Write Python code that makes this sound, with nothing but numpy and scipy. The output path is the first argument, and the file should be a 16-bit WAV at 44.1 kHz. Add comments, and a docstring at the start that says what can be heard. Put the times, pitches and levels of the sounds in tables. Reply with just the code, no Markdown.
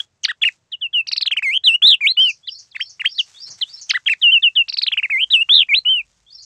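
"""In tall grass, a babbler sings two phrases right beside a camera: chips, churrs, chirps, piping notes,
a falling twitter and loud slurred whistles, each a syrinx buzz that the throat narrows toward one tone.
A small bird farther off repeats a thin, high motif. Leaves rustle as the singer shifts on its perch,
and the stems scatter each note over a faint outdoor hush."""
import sys
import numpy as np
from scipy import signal
from scipy.fft import rfft, irfft, next_fast_len
from scipy.io import wavfile
from scipy.ndimage import map_coordinates

SR = 44100
rng = np.random.default_rng(int(sys.argv[2]) if len(sys.argv) > 2 else 0)


def inscribe(sig):
    """Save sig as 16-bit PCM at rate SR to the path in sys.argv[1].

    A 1-D sig is mono; a 2-D sig holds one channel per row.
    Samples are clipped to [-1, 1] before scaling.
    """
    pcm = np.round(np.clip(np.atleast_2d(sig).T, -1, 1) * 32767)
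    wavfile.write(sys.argv[1], SR, pcm.astype(np.int16))


N = 284445
TIME = np.arange(N) / SR

# The repertoire of gliding shapes that the chirp and whistle rows call on.
# Each row: seconds into the unstretched note, pitch in Hz, effort in dB.
ZIGZAG = [(0, 3350, -3), (.016, 3376, 0.5), (.024, 2768, 3.5), (0.035, 1732, -4.5), (.043, 2767, 3.5),
          (.05, 2800, 0), (0.074, 2430, 1), (.085, 1421, -1.5)]
HOOK_DOWN = [(0, 2596, 3.5), (0.012, 2737, -8), (.024, 2100, 1), (.032, 1314, 5)]
HOOK_UP = [(0, 880, -3.5), (.007, 1446, -5), (.015, 1944, 0.5), (0.025, 3113, 2.5), (.03, 3250, -2.5),
           (0.043, 3214, 0)]
VALLEY = [(0, 1700, 6.5), (.012, 2630, -3.5), (0.031, 2250, -0.5), (0.071, 2079, 1), (0.101, 2450, -4),
          (.13, 3101, -3.5), (.158, 3230, 3.5)]
SWOOP = [(0, 3936, -3), (.015, 4006, -4), (.03, 3700, 2.5), (.047, 3030, 4.5), (.075, 2640, -1.5),
         (.1, 2650, -3.5), (.122, 2878, 0.5), (.134, 2747, -4.5)]
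ARCH = [(0, 3050, 0), (.012, 3280, -2), (0.036, 3540, 2.5), (0.064, 3920, 1), (0.089, 3700, 1),
        (.12, 3220, -2.5), (0.147, 2560, -11)]
LEAP = [(0, 2473, -3.5), (0.017, 2390, -3), (.047, 2155, 4), (0.059, 2478, 6.5), (0.074, 3650, 1),
        (.09, 3975, -0.5), (0.105, 4100, -1), (.115, 4380, -1)]
BOW = [(0, 2980, -9.5), (0.017, 2913, 2.5), (0.058, 3135, 3), (.105, 2928, -1.5), (.135, 2690, -3),
       (0.159, 2267, -8.5)]


def babbler(low_cut_hz=750):
    """The lead voice, in six kinds of note; so small a bill radiates no bass."""
    song = chips() + churrs() + chirps() + pipes() + twitter() + whistles()
    return filtered(song, lambda hz: 1 - np.exp(-(hz / low_cut_hz) ** 4))


def whistles():
    """Loud, pure slurs; the same five close each phrase."""
    # Each row: start in seconds, length in seconds, pitch ratio, level in dB, shape.
    cues = [(1.421, .16, 1, -16, VALLEY), (1.635, 0.13, 1.012, -13, SWOOP),
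            (1.818, 0.14, 1.015, -8.5, ARCH), (2.005, 0.12, 1.01, -15.5, LEAP),
            (2.166, 0.15, 1.01, -15, BOW), (5.096, 0.15, .99, -15, VALLEY), (5.3, .134, .99, -13.5, SWOOP),
            (5.488, 0.15, 1.0025, -10, ARCH), (5.684, 0.11, 1, -14.5, LEAP), (5.848, 0.17, 1, -17.5, BOW)]
    pure = [-38, 0, -54.5, -37.5, -64, -33.5, -59.5, -34, -67, -42.5]  # syrinx harmonics in dB, from the first up
    return sing([slur(*row) for row in cues], pure, jitter=.0005, shimmer_db=0,
                rasp_db=-58, reedy_db=1, scoop=.27, onset_db=-14, catch=.07)


def pipes(hold_s=.007, drop_s=.0091):
    """Soft piping swells toward mid-note while the pitch drops, settles and sags."""
    # Each row: start in seconds, length in seconds, opening, held and end pitch in Hz, level in dB.
    cues = [(0, 0.013, 3345, 3400, 3400, -17), (0.716, 0.043, 3920, 2925, 2780, -26.5),
            (.809, 0.066, 3590, 2912, 2600, -22.5), (.928, 0.091, 3480, 2930, 2525, -16.5),
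            (2.471, 0.03, 4156, 3180, 2654, -25), (2.707, 0.028, 5200, 3397, 3000, -48),
            (3.179, 0.038, 3997, 3007, 2643, -15.5), (3.61, .034, 4203, 3110, 2825, -17.5),
            (4.421, 0.071, 3753, 2930, 2578, -11.5), (4.552, 0.077, 3730, 2904, 2624, -12.5)]
    # Two pipes run together: start in seconds, length in seconds, pitch ratio, level in dB.
    twin_cue = (4.212, 0.176, 1, -11)
    # Their shape. Each row: seconds into the note, pitch in Hz, effort in dB.
    twin_shape = [(0, 3965, -14.5), (.008, 3810, -10), (.022, 3108, -2.5), (.045, 2867, 1),
                  (.088, 2736, -0.5), (.101, 2936, -10), (.112, 3110, -1.5), (.14, 2848, 1),
                  (.174, 2604, -3)]
    soft = [-40.5, 0, -60.5, -46.5, -74, -51.5, -71.5, -47.5, -78.5, -54]  # syrinx harmonics in dB, from the first up
    notes = []
    for start, length, start_hz, held_hz, end_hz, db in cues:
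        i, t, progress = clock(start, length)
        hz = held_hz + (start_hz - held_hz) * np.exp(-np.maximum(t - hold_s, 0) / drop_s)
        hz += (end_hz - hz) * progress ** 2.3
        swell_db = 3 * (np.sin(np.pi * progress) - .8)
        notes.append((i, hz, db + swell_db, envelope(t, attack=.32 * length, release=.0098)))
    notes.append(slur(*twin_cue, twin_shape))
    return sing(notes, soft, jitter=.0005, shimmer_db=0,
                rasp_db=-62, reedy_db=8, scoop=.05, onset_db=-6, catch=.05)


def twitter(from_hz=850, rise_s=.013):
    """A falling run: each note flicks faintly up, then slides down with a brief push halfway."""
    # Each row: start in seconds, length in seconds, top and end pitch in Hz, level in dB.
    cues = [(1.065, .031, 6010, 3603, -25), (1.111, .029, 5700, 3570, -19), (1.158, .029, 5586, 3485, -20),
            (1.205, .031, 5190, 3244, -19), (1.254, .031, 4146, 2564, -19), (1.306, .035, 3323, 2183, -18),
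            (1.361, 0.036, 3070, 2056, -17.5), (4.678, 0.027, 5604, 3650, -23),
            (4.72, .029, 5640, 3664, -24.5), (4.765, 0.032, 5320, 3474, -20),
            (4.812, 0.033, 5090, 3336, -19), (4.86, .031, 4130, 2377, -18.5),
            (4.913, .033, 3460, 2247, -19), (4.966, .036, 3045, 2125, -16),
            (5.023, 0.039, 2807, 1960, -16.5)]
    liquid = [-34.5, 0, -55.5, -37, -62.5, -38, -65.5, -42, -78, -47]  # syrinx harmonics in dB, from the first up
    notes = []
    for start, length, top_hz, end_hz, db in cues:
        i, t, _ = clock(start, length)
        rise = np.sin(np.pi / 2 * np.minimum(t / rise_s, 1)) ** 2
        fall = np.interp(t, [rise_s, length], [0, 1])
        push_db = np.interp(top_hz, [3000, 4300], [0, 6]) * np.exp(-((fall - .55) / .2) ** 2)
        effort_db = db - 9 * (1 - rise) + push_db
        hz = from_hz + (top_hz + (end_hz - top_hz) * fall - from_hz) * rise
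        notes.append((i, hz, effort_db, envelope(t, attack=.0084, release=.003)))
    return sing(notes, liquid, jitter=.005, shimmer_db=.6, rasp_db=-48, reedy_db=3, scoop=0, onset_db=-4)


def chirps():
    """Sharp, bright zigzags and hooks of pitch."""
    # Each row: start in seconds, length in seconds, pitch ratio, level in dB, shape.
    cues = [(0.413, 0.081, 1.021, -15, ZIGZAG), (2.747, 0.025, .99, -21, HOOK_DOWN),
            (2.79, .041, 0.99, -21.5, HOOK_UP), (2.994, 0.03, 1.065, -19.5, HOOK_DOWN),
            (3.037, .044, 1, -15.5, HOOK_UP), (4.058, 0.084, 0.97, -15, ZIGZAG)]
    bright = [-35.5, 0, -42, -35.5, -68.5, -35.5, -73.5, -45.5, -61, -51]  # syrinx harmonics in dB, from the first up
    return sing([slur(*row) for row in cues], bright, jitter=.005, shimmer_db=1,
                rasp_db=-49, reedy_db=8, scoop=.25, onset_db=-17)


def chips():
    """Raspy ticks whose pitch tips over and plunges."""
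    # Each row: start in seconds, length in seconds, opening and end pitch in Hz, level in dB.
    cues = [(0.231, .033, 3384, 1114, -21.5), (3.891, 0.03, 3386, 1183, -14.5)]
    sharp = [-45.5, 0, -16.5, 8, -27, -23, -34, -27, -46.5, -31.5]  # syrinx harmonics in dB, from the first up
    notes = []
    for start, length, start_hz, end_hz, db in cues:
        i, t, progress = clock(start, length)
        hz = end_hz + (start_hz - end_hz) * np.cos(np.pi / 2 * progress) ** 1.3
        notes.append((i, hz, db, envelope(t, attack=.032, release=.0071)))
    return sing(notes, sharp, jitter=.014, shimmer_db=3,
                rasp_db=-31.5, reedy_db=-1.5, scoop=0, onset_db=-6)


def churrs():
    """Hoarse notes, each one low arch of pitch."""
    # Each row: start in seconds, length in seconds, edge and top pitch in Hz, level in dB.
    cues = [(0.278, 0.044, 1123, 1926, -16.5), (3.935, 0.046, 1115, 1996, -14)]
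    hoarse = [-38, 0, -30.5, -20, -40, -38, -44, -43, -50.5, -36.5]  # syrinx harmonics in dB, from the first up
    notes = []
    for start, length, edge_hz, top_hz, db in cues:
        i, t, progress = clock(start, length)
        hz = edge_hz + (top_hz - edge_hz) * np.sin(np.pi * progress)
        notes.append((i, hz, db, envelope(t, attack=.0015, release=.005)))
    return sing(notes, hoarse, jitter=.006, shimmer_db=.8,
                rasp_db=-38, reedy_db=4.5, scoop=0, onset_db=-10.5)


def slur(start, length, ratio, db, shape):
    """One gliding note: a shape stretched to length and transposed."""
    i, t, progress = clock(start, length)
    knots, hz, effort_db = np.transpose(sorted(shape))
    at = progress * knots[-1]
    gate = envelope(t, attack=.0099, release=.006)
    return i, ratio * glide(knots, hz, at), db + glide(knots, effort_db, at), gate


def sing(notes, harmonics, jitter, shimmer_db, rasp_db, reedy_db, scoop, onset_db, catch=.13):
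    """The syrinx buzzes an octave below the sung tone; the throat picks out its second harmonic."""
    # Three tone curves. Each row: frequency in Hz, gain in dB.
    resonance = [(900, -17), (1500, -11), (2050, -1.5), (2400, -1.5), (2700, 0.5), (3000, 2.5), (3400, 1),
                 (3700, -1.5), (4200, 2.5), (4550, 0.5), (4850, -4), (5300, -6.5), (6000, -9.5)]  # the throat's lift on the sung tone
    throat = [(700, -7), (1500, -7), (3000, 10.5), (4600, -1), (5900, -7), (7000, -2.5), (8100, 1.5),
              (9000, -9), (10000, -16.5), (11200, -26.5), (12500, -33), (13500, -16.5), (15000, -33)]  # how throat and open bill pass the other harmonics
    rasp = [(400, -11.5), (1000, -1), (2500, 5.5), (4500, -5), (6000, -9.5), (8200, -4), (10000, -15.5),
            (12000, -31), (13500, -22.5), (15000, -41.5)]  # turbulence in the syrinx
    # Overtones beam forward and follow the turning bill. 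Each row: time in seconds, gain in dB.
    facing = [(.3, 2.5), (1.2, 8.5), (2.25, -0.5), (2.8, 5.5), (3.95, -3.5), (4.15, 7), (4.35, -4.5),
              (4.55, -7.5), (4.8, 2), (5.15, -6.5), (5.4, 1), (5.55, -6.5), (5.95, -7)]
    trill_hz, trill_db = trills()
    out, turbulence = np.zeros(N), amp(rasp_db) * noise(rasp)
    for i, hz, db, gate in notes:
        count, t = len(i), TIME[i] - TIME[i[0]]
        # The labia flap unevenly before they lock: the attack is weak, scoops up and catches in pitch.
        unsettled = np.exp(-(t / .0052) ** 2)
        db = db + along(resonance, hz) + trill_db[i] + shimmer_db * wobble(350, count)
        db += unsettled * (4 * wobble(600, count) + onset_db)
        waver = jitter * wobble(600, count)
        attack_bend = unsettled * (catch * wobble(1500, count) - scoop)
        hz = np.maximum((hz + trill_hz[i]) * (1 + waver + attack_bend), 300)
        phase = np.pi * np.cumsum(hz) / SR
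        low_buzz_db = reedy_db * np.interp(hz, [1600, 2250], [1, 0])
        beam_db = automation(facing, TIME[i])
        # The fundamental leaks through in attacks and on the highest tones.
        leak_db = np.interp(hz, [4200, 5300], [0, 25]) + 36 * np.sqrt(unsettled) * (hz < 4200)
        tone = np.sin(2 * phase) + turbulence[i] * amp(beam_db + 19 * unsettled)
        for k, harmonic_db in enumerate(harmonics, 1):
            if k != 2:
                colour_db = along(throat, k * hz / 2) + (leak_db if k == 1 else low_buzz_db + beam_db)
                flutter_db = 3 * wobble(110, count)
                tone += amp(harmonic_db + colour_db + flutter_db) * (k * hz < SR) * np.sin(k * phase)
        out[i] += np.sqrt(2) * gate * tone * amp(db)
    return out


def trills():
    """Fast pitch swings in the slurs; the level dips on each upswing and swells on each downswing."""
    # Each row: start and end in seconds, beats a second, pitch swing in Hz, level swing in dB.
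    cues = [(1.527, 1.582, 143, 130, 4), (1.871, 1.958, 78, 250, 2), (5.188, 5.248, 141, 120, 3.2),
            (5.534, 5.635, 78, 260, 4.2)]
    swing_hz, swing_db = np.zeros((2, N))
    for start, end, rate, hz, db in cues:
        gate = np.clip(np.minimum(TIME - start, end - TIME) / .0019, 0, 1)
        beat = gate * np.sin(2 * np.pi * rate * (TIME - start))
        swing_hz += hz * beat
        swing_db -= db * beat
    return swing_hz, swing_db


def far_bird():
    """Thin syllables climb in steps, dip and end in a quick downward flick; no two are quite alike."""
    # Each row: seconds from the final flick, length in seconds, opening and end pitch in Hz, trim in dB.
    motif = [(-.16, 0.042, 3250, 3795, -10), (-.122, 0.014, 4310, 4630, -6),
             (-.103, 0.016, 4730, 4864, 0.5), (-.085, .033, 5600, 5150, -2.5),
             (-.044, .04, 4034, 5014, -1.5), (-.003, 0.017, 7260, 4853, 2)]
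    # Each row: time of the final flick in seconds, level in dB.
    repeats = [(2.291, -38), (2.588, -40.5), (2.895, -41), (3.191, -36), (3.503, -35.5), (3.814, -36),
               (6.424, -40.5)]
    out = np.zeros(N)
    for flick_s, level_db in repeats:
        for offset, length, start_hz, end_hz, db in motif:
            i, t, progress = clock(flick_s + offset, length)
            detune = rng.normal(0, .008) + .009 * wobble(250, len(i))
            hz = (start_hz + (end_hz - start_hz) * progress) * (1 + detune)
            flutter_db = 3 * wobble(110, len(i))
            gain = amp(level_db + db + flutter_db) * envelope(t, attack=.0075, release=.0055)
            out[i] += np.sqrt(2) * gain * np.sin(2 * np.pi * np.cumsum(hz) / SR)
    return out


def leaves():
    """Blades rub, crackle and flick, and the perch shudders as the bird shifts its weight."""
    # Steady stirring round the perch. 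Each row: time in seconds, level in dB.
    stir = [(0, -72.5), (1.3, -81), (2.7, -63.5), (5.2, -62.5), (6, -68), (6.45, -65.5)]
    # Single brushes. Each row: centre in seconds, level in dB, half-width in seconds.
    brushes = [(.01, -47.5, 0.021), (.525, -57.5, 0.025), (3.331, -52.5, 0.064), (3.482, -43.5, .0076),
               (3.588, -46, 0.0031), (3.66, -56, 0.081), (3.83, -60.5, 0.046)]
    # Noise colours. Each row: frequency in Hz, level in dB.
    leaf_colour = [(100, -42.5), (300, -21), (1000, -10.5), (2500, -8.5), (4500, -7), (6500, -3.5),
                   (8000, -7.5), (9200, -21), (11000, -27), (15000, -41), (17000, -75)]
    perch_colour = [(30, -20), (110, 6), (250, -8), (700, -9), (2000, -10), (4000, -42), (10000, -75)]
    bump = lambda centre, width: np.exp(-.5 * ((TIME - centre) / width) ** 2)
    crackle_db = 2 * wobble(35, N) + 3.5 * wobble(700, N) - 2.5
    rub = amp(automation(stir, TIME)) + sum(amp(db) * bump(s, width) for s, db, width in brushes)
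    shudder = amp(-56) * bump(3.51, .035)
    return rub * amp(crackle_db) * noise(leaf_colour) + shudder * noise(perch_colour)


def scattered(x, linger, build_s):
    """Countless stems return the sound as a short, bright tail; linger scales its decay time."""
    # Each row: frequency in Hz, base time to fall 60 dB in seconds.
    decay = [(500, 0.063), (2500, 0.17), (5000, 0.16), (8000, 0.048), (14000, 0.026)]
    # Leaves throw back the treble. Each row: frequency in Hz, gain in dB.
    sheen = [(500, 1.5), (2000, 0.5), (3000, -0.5), (4500, 5), (6500, 12), (9000, 6), (14000, -11.5)]
    hz, t, bands = signal.stft(rng.standard_normal(SR // 2), SR, nperseg=256)
    fade = amp(-60 * t / (linger * along(decay, hz)[:, None])) * (1 - np.exp(-t / build_s))
    tail = signal.istft(bands * fade, SR, nperseg=256)[1]
    wet = signal.fftconvolve(x, tail / np.linalg.norm(tail))[:N]
    return filtered(wet, lambda f: amp(along(sheen, f)))


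def outdoors():
    """A bed of soft moving air and a low drone that slowly swells."""
    # Each row: time in seconds, drone level in dB.
    swell = [(0, -96.5), (3.5, -88.5), (4.6, -80), (5.3, -70.5), (6.45, -71.5)]
    # Noise colours. Each row: frequency in Hz, level in dB.
    hush = [(20, -22), (45, -13), (70, -5), (105, 0), (160, -5), (280, -14.5), (700, -14.5), (1200, -18),
            (2500, -22.5), (5000, -26), (7800, -27), (9000, -44), (15000, -54)]
    drone_colour = [(25, -100), (38, -29), (49, -7.5), (57, -10), (70, -30.5), (110, -100)]
    drone = amp(automation(swell, TIME)) * noise(drone_colour)
    air = amp(-69.5 + wobble(6, N)) * noise(hush)
    return air + drone


def amp(db):
    """Decibels to gain."""
    return 10 ** (np.asarray(db) / 20)


def along(points, hz):
    """Read (Hz, value) points on a log frequency axis."""
    f, values = np.transpose(points)
    return np.interp(np.log(hz + 1), np.log(f), values)


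def automation(points, t):
    """Read (seconds, value) points at the times t."""
    return np.interp(t, *np.transpose(points))


def wobble(rate, count):
    """A smooth random curve, rate knots a second."""
    knots = rng.standard_normal(int(count * rate / SR) + 4)
    return map_coordinates(knots, [np.arange(count) * rate / SR])


def filtered(x, response):
    """Equalise x by a gain that is a function of Hz."""
    size = next_fast_len(N + SR // 2)
    return irfft(rfft(x, size) * response(np.fft.rfftfreq(size, 1 / SR)), size)[:N]


def noise(colour):
    """Coloured noise of rms 1."""
    x = filtered(rng.standard_normal(N), lambda hz: amp(along(colour, hz)))
    return x / np.sqrt(np.mean(x ** 2) + 1e-20)


def glide(knots, values, t):
    """A smooth curve through the values that never overshoots them."""
    step = np.maximum(np.diff(knots), 1e-5)
    slope = np.diff(values) / step
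    inner = 2 * np.maximum(slope[:-1] * slope[1:], 0) / (slope[:-1] + slope[1:] + 1e-12)
    tangent = np.r_[slope[0], inner, slope[-1]]
    place = np.interp(t, knots, np.arange(len(knots)))
    k = np.minimum(place.astype(int), len(slope) - 1)
    u = place - k
    bend = (tangent[k] - slope[k]) * (1 - u) - (tangent[k + 1] - slope[k]) * u
    return values[k] + step[k] * u * (slope[k] + (1 - u) * bend)


def clock(start, length):
    """A note's sample indices, the seconds into it and the share of it gone by."""
    i = np.arange(max(int(start * SR), 0), min(int((start + length) * SR), N))
    t = TIME[i] - TIME[i[0]]
    return i, t, t / length


def envelope(t, attack, release):
    """Rounded attack, hold, rounded release; times in seconds."""
    fade_in = np.sin(np.pi / 2 * np.clip(t / attack, 0, 1))
    fade_out = np.sin(np.pi / 2 * np.clip((t[-1] - t) / release, 0, 1)) ** 2
    return fade_in * fade_out


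def scene():
    """The near singer is almost dry; the far bird comes with more of the grass."""
    near, far = babbler(), far_bird()
    near = near + amp(-26.5) * scattered(near, linger=.54, build_s=.003)
    far = amp(-2) * far + amp(-11.5) * scattered(far, linger=1.43, build_s=.002)
    return (near + far + leaves() + outdoors())[None]


def record(dry):
    """The camera keeps nothing above its band limit."""
    return filtered(dry[0], lambda hz: hz < 15700)[None]


dry = scene()
out = record(dry)
inscribe(out)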